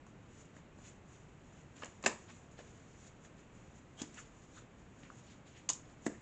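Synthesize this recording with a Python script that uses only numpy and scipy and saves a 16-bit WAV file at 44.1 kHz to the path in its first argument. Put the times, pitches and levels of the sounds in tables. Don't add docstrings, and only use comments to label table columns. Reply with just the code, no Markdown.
import sys
import numpy as np
from scipy import signal
from scipy.fft import rfft, irfft
from scipy.io import wavfile
from scipy.ndimage import uniform_filter1d

SR = 44100
rng = np.random.default_rng(int(sys.argv[2]) if len(sys.argv) > 2 else 0)


def volts(x):
    e = np.asarray(x, float) / 20
    return 10 ** e


def output_pcm(signal):
    pcm = np.clip(np.atleast_2d(signal).T, -1, 1) * 32767
    wavfile.write(sys.argv[1], SR, np.round(pcm).astype(np.int16))


N = 274125

# pitch_hz, level_db (per Hz)
HUSH_COLOUR = [(12, -41), (20, -8), (60, -3), (136, 0.5), (285, -5.5), (440, -10), (771, -15), (922, -16),
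               (1190, -17.5), (2630, -23), (4850, -37.5), (5650, -37), (6930, -32), (7480, -32),
               (8950, -42), (11600, -78), (19700, -120)]
# full_pressure_s, rise_s, fall_s, level_db
RUB_STROKES = [(0.07, 0.022, 0.085, -69), (0.412, 0.19, 0.083, -60.5), (0.578, 0.082, .07, -65),
               (0.866, 0.1, 0.1, -55.5), (1.128, 0.094, 0.19, -63.5), (1.592, 0.34, 0.11, -65.5),
               (1.8, 0.092, 0.22, -60.5), (1.9, 0.075, 0.051, -71), (2.2, .35, 0.29, -64.5),
               (2.3, 0.031, 0.27, -62.5), (2.514, 0.013, 0.054, -67), (2.6, 0.05, 1, -64),
               (3.072, 0.14, 0.042, -60), (3.252, 0.031, 0.044, -60.5), (3.382, 0.014, 0.08, -64.5),
               (3.558, 0.055, 0.56, -70.5), (3.784, .06, 0.028, -66), (4.0, 0.031, 0.077, -51),
               (4.198, 0.11, 0.078, -54.5), (4.44, 0.54, 0.041, -68), (4.586, 0.16, 0.057, -58.5),
               (4.8, 0.26, 0.57, -73.5), (5.002, 0.063, 0.44, -69), (5.196, .15, 0.049, -64.5),
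               (5.322, 0.12, 0.073, -62), (5.472, 0.025, 0.4, -67.5), (5.576, 0.062, 0.083, -65.5),
               (5.91, .1, 0.057, -66), (6.057, 0.067, 0.033, -58.5), (6.125, .05, 1, -68.5)]
# start_s, edge_crack_db, table_thump_db, card_body_db, card_top_db
SMALL_SNAPS = [(0.0652, -48, -58, -61, -73), (0.565, -45, -48, -50, -72), (0.787, -60, -47.5, -51, -71),
               (1.7658, -40, -50, -66, -69), (1.845, -28.5, -50, -61, -52), (1.858, -31.5, -66, -65, -72),
               (2.0266, -33, -56, -49, -58), (2.289, -55, -66.5, -60, -68), (2.5901, -45, -46, -46.5, -68),
               (3.248, -62, -62, -51.5, -70), (4.029, -32, -64, -72, -60), (4.143, -34, -58, -65, -67),
               (4.1713, -55, -51, -47, -64), (5.033, -66, -47, -53, -55), (5.1011, -66, -52, -60, -70),
               (5.467, -56, -66, -64, -65), (5.7328, -21, -71, -71, -58.5), (5.8555, -61, -79, -69, -62),
               (5.8972, -58, -69, -58, -60)]
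# start_s, edge_crack_db, table_thump_db, card_body_db, contact_ms
FIRM_SNAPS = [(1.8205, -46, -57, -44, 3.7), (1.8334, -46, -42, -32, 1.03), (2.0391, -33, -53, -33, 1.7),
              (2.0455, -31, -34, -42.5, 4.5), (2.0606, -12.5, -29.5, -19.5, 2),
              (2.0630, -20.5, -24.5, -16.5, 1.8), (2.0678, -21.5, -32.5, -35, 4.2),
              (2.0766, -22, -48, -38, 2.5), (4.0176, -23.5, -32, -49, 3), (5.6886, -33, -58, -63, 1.07),
              (5.6895, -14.5, -41.5, -42, 6), (5.6913, -17.5, -41, -42, 1.2),
              (5.6990, -13.5, -53, -44.5, 5), (5.711, -30, -60, -63, 0.9), (6.0644, -25.5, -20.5, -38, 1.2),
              (6.078, -38, -54, -48, 1.1), (6.089, -61, -52, -71, 2.1)]
# middle_s, length_s, level_db, pitch_hz, width_hz
EDGE_DRAGS = [(0.866, 0.075, -69, 2350, 2000), (1.777, 0.028, -62, 2180, 2500),
              (1.847, 0.049, -56, 1450, 2050), (2.06, 0.04, -55, 1770, 2500),
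              (2.0635, 0.0039, -32, 7400, 1000), (2.075, 0.018, -40.5, 7250, 800),
              (2.298, 0.028, -58, 1490, 2500), (2.597, 0.035, -59.5, 1480, 3000),
              (4.018, 0.046, -56, 1200, 1970), (4.022, 0.018, -58, 4840, 890),
              (4.15, 0.033, -65, 2240, 1500), (4.19, 0.023, -53, 1750, 1100), (4.18, 0.014, -58, 2550, 500),
              (4.58, 0.062, -69.5, 3750, 800), (5.055, 0.039, -64.5, 2080, 1500),
              (5.3, 0.088, -68.5, 3000, 3000), (5.48, .04, -69, 2800, 2500),
              (5.574, 0.064, -65, 2500, 1490), (5.693, 0.0063, -45.5, 2230, 1000),
              (6.068, 0.014, -44.5, 7330, 2000), (6.072, .016, -42, 577, 400), (6.11, .025, -50, 250, 200),
              (6.0665, 0.004, -52, 2180, 1620)]
# middle_s, length_s, level_db, pitch_hz
CORNER_CATCHES = [(0.068, 0.0037, -57, 886), (1.825, .008, -49, 1060), (1.836, 0.0034, -48.5, 3000),
                  (2.064, 0.005, -28.5, 1050), (2.067, 0.013, -41.5, 402), (5.0335, .002, -54, 2180),
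                  (2.6, 0.02, -57, 600), (4.002, 0.039, -56.5, 3200), (4.578, 0.028, -61, 1410),
                  (5.1025, 0.003, -50, 1320), (4.02, .006, -41, 330), (5.7025, .005, -35.5, 6770),
                  (5.701, 0.01, -45, 1060), (6.068, 0.007, -43, 1820), (6.149, 0.027, -63, 1920)]
# pitch_hz, level_db, fade_by_60_db_s
PORT_TONES = [(5800, -5.5, 0.0039), (6040, -5, 0.0062), (6790, -1.5, 0.0043), (7290, -8, 0.015),
              (7270, -7, 0.0047), (8880, -4, 0.0079)]
# pitch_hz, level_db, fade_by_60_db_s
CARD_TONES = [(515, 0.5, 0.012), (746, -2.5, 0.015), (1060, 4, 0.0063), (1266, -3, 0.0091),
              (1593, -1, 0.01), (1820, 1, 0.013), (2037, -2.5, 0.0095), (2350, -2.5, .01),
              (2620, -1, 0.0087), (2876, -9.5, 0.013)]
# pitch_hz, level_db, fade_by_60_db_s
CARD_TOP_TONES = [(2900, 0.28, 0.0067), (3420, 2.2, 0.0049), (3680, 0.31, 0.0094), (4470, 0.11, 0.0066),
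                  (5080, -0.65, 0.014), (5340, -0.29, 0.0041)]
# pitch_hz, level_db, fade_by_60_db_s
TABLE_TONES = [(165, -18, 0.088), (223, -9.5, 0.092), (238.7, -3, 0.072), (297, 0, 0.076), (336, -2, 0.033),
               (378.4, 0, 0.05), (455, -6, 0.051), (500, -5, 0.091), (583, -1.5, 0.038), (648, -11.5, 0.18)]


def level(x, db):
    return x * volts(db) / np.sqrt(np.mean(x ** 2))


def band(x, hz, width_hz):
    edges = [max(hz - width_hz / 2, hz / 4), hz + width_hz / 2]
    return signal.sosfilt(signal.butter(2, edges, "band", fs=SR, output="sos"), x)


def ring(force, tones, step=-1):
    out, power = 0, 0
    for k, (hz, db, t60) in enumerate(tones):
        r = np.exp(-np.log(1000) / (t60 * SR))
        w = 2 * np.pi * hz / SR
        top = [np.sin(w), 0, -np.sin(w)]
        bottom = [1, -2 * r * np.cos(w), r * r]
        tone = signal.lfilter(top, bottom, force) / (2 * np.sin(w))
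        out = out + step ** k * volts(db) * tone
        power += volts(db) ** 2 / (4 * (1 - r))
    return out / np.sqrt(power)


def walk(rate_hz):
    hold = int(SR / rate_hz)
    steps = np.repeat(rng.standard_normal(N // hold + 1), hold)
    return 0.86 * uniform_filter1d(uniform_filter1d(steps, hold), hold)[:N]


def grit(rough_db, rate_hz):
    return level(rng.standard_normal(N) * volts(rough_db * walk(rate_hz)), 0)


def hush():
    hz, db = np.transpose(HUSH_COLOUR)
    f = np.fft.rfftfreq(N, 1 / SR)
    colour = volts(np.interp(np.log(f + 1), np.log(hz), db))
    noise = irfft(rfft(rng.standard_normal(N)) * colour, N)
    return level(noise, -58) * volts(0.4 * walk(6))


def rubbing():
    t = np.arange(N) / SR
    swing_db = 20
    pressure = np.zeros(N)
    for s, rise, fall, db in RUB_STROKES:
        distance = np.maximum((s - t) / rise, (t - s) / fall)
        pressure += volts(db - swing_db * distance)
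    fine = ring(grit(2.5, 120), PORT_TONES)
    coarse = volts(-8.5) * level(band(grit(1.8, 150), 2500, 2900), 0)
    return pressure * (fine + coarse)


def snaps():
    card, push = np.zeros((2, N + SR))
    t = np.arange(SR // 4) / SR
    echo_t60_s, echo_db = 0.27, -6
    echo = (1 - np.exp(-t / 0.0018)) * volts(-60 * t / echo_t60_s)
    echo /= np.sqrt(np.sum(echo ** 2))

    small_contact_ms = 1.77
    rows = [(*row, small_contact_ms) for row in SMALL_SNAPS]
    for s, crack_db, thump_db, body_db, ms in FIRM_SNAPS:
        top_db = 0.65 * crack_db + 0.35 * body_db - 9.5
        rows.append((s, crack_db, thump_db, body_db, top_db, ms))

    for s, crack_db, thump_db, body_db, top_db, ms in rows:
        noise = rng.standard_normal((4, len(t)))
        at = slice(int(s * SR), int(s * SR) + len(t))
        shape = np.exp(-t / (ms / 1000))
        size = np.sqrt(np.sum(shape ** 2))
        force = noise[:3] * (shape + volts(echo_db) * echo * size)
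        force[:, 0] = 0.89 * size
        bends = 1 + 0.04 * rng.standard_normal(len(CARD_TONES))
        bent = [(hz * bend, db, t60) for (hz, db, t60), bend in zip(CARD_TONES, bends)]
        parts = [(PORT_TONES, crack_db - 11), (bent, body_db), (CARD_TOP_TONES, top_db - 3.5)]
        for part, (tones, db) in zip(force, parts):
            card[at] += level(ring(part, tones), db) * np.sqrt(np.mean(shape ** 2))
        pulse = t / 0.00035 * np.exp(1 - t / 0.00025)
        settling = 0.28 * noise[3] * np.exp(-t / 0.011)
        push[at] += volts(thump_db) * (pulse + settling)
    thump = band(ring(push, TABLE_TONES, step=0.85), 543, 730)
    return card[:N], volts(-5.0) * thump[:N]


def scrapes():
    out, force = np.zeros(N), grit(3.0, 200)
    catch_width_hz = 380
    rows = list(EDGE_DRAGS) + [(*row, catch_width_hz) for row in CORNER_CATCHES]
    for s, length, db, hz, width_hz in rows:
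        n = int(2 * length * SR)
        start = int(s * SR) - n // 2
        at = slice(start, start + n)
        out[at] += level(band(force[at], hz, width_hz), db) * np.hanning(n) ** 0.79
    return out


def room(x):
    low_t60_s, top_t60_s, room_db = 0.3, 0.33, -10
    t = np.arange(SR // 2) / SR
    noise = rng.standard_normal(len(t))
    low = signal.sosfilt(signal.butter(2, 4500, fs=SR, output="sos"), noise)
    treble = volts(3.0) * (noise - low)
    tail = low * volts(-60 * t / low_t60_s) + treble * volts(-60 * t / top_t60_s)
    tail *= 1 - np.exp(-(t / 0.0036) ** 2)
    spectrum = rfft(tail)
    colour = np.sqrt(uniform_filter1d(np.abs(spectrum) ** 2, size=60))
    tail = irfft(spectrum / colour, len(t))
    tail /= np.sqrt(np.sum(tail ** 2))
    return signal.fftconvolve(x, tail)[:N] * volts(room_db)


def scene():
    steady = hush()
    rubs = rubbing()
    card, thump = snaps()
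    dull = thump + scrapes()
    return (card + dull + room(dull) + rubs + steady)[None]


def band_limit(x):
    return signal.sosfilt(signal.butter(12, 9100, fs=SR, output="sos"), x)


def record(dry):
    top_hz = 9640
    cut = signal.sosfilt(signal.cheby2(14, 85, top_hz, fs=SR, output="sos"), dry)
    return band_limit(cut)


dry = scene()
out = record(dry)
output_pcm(out)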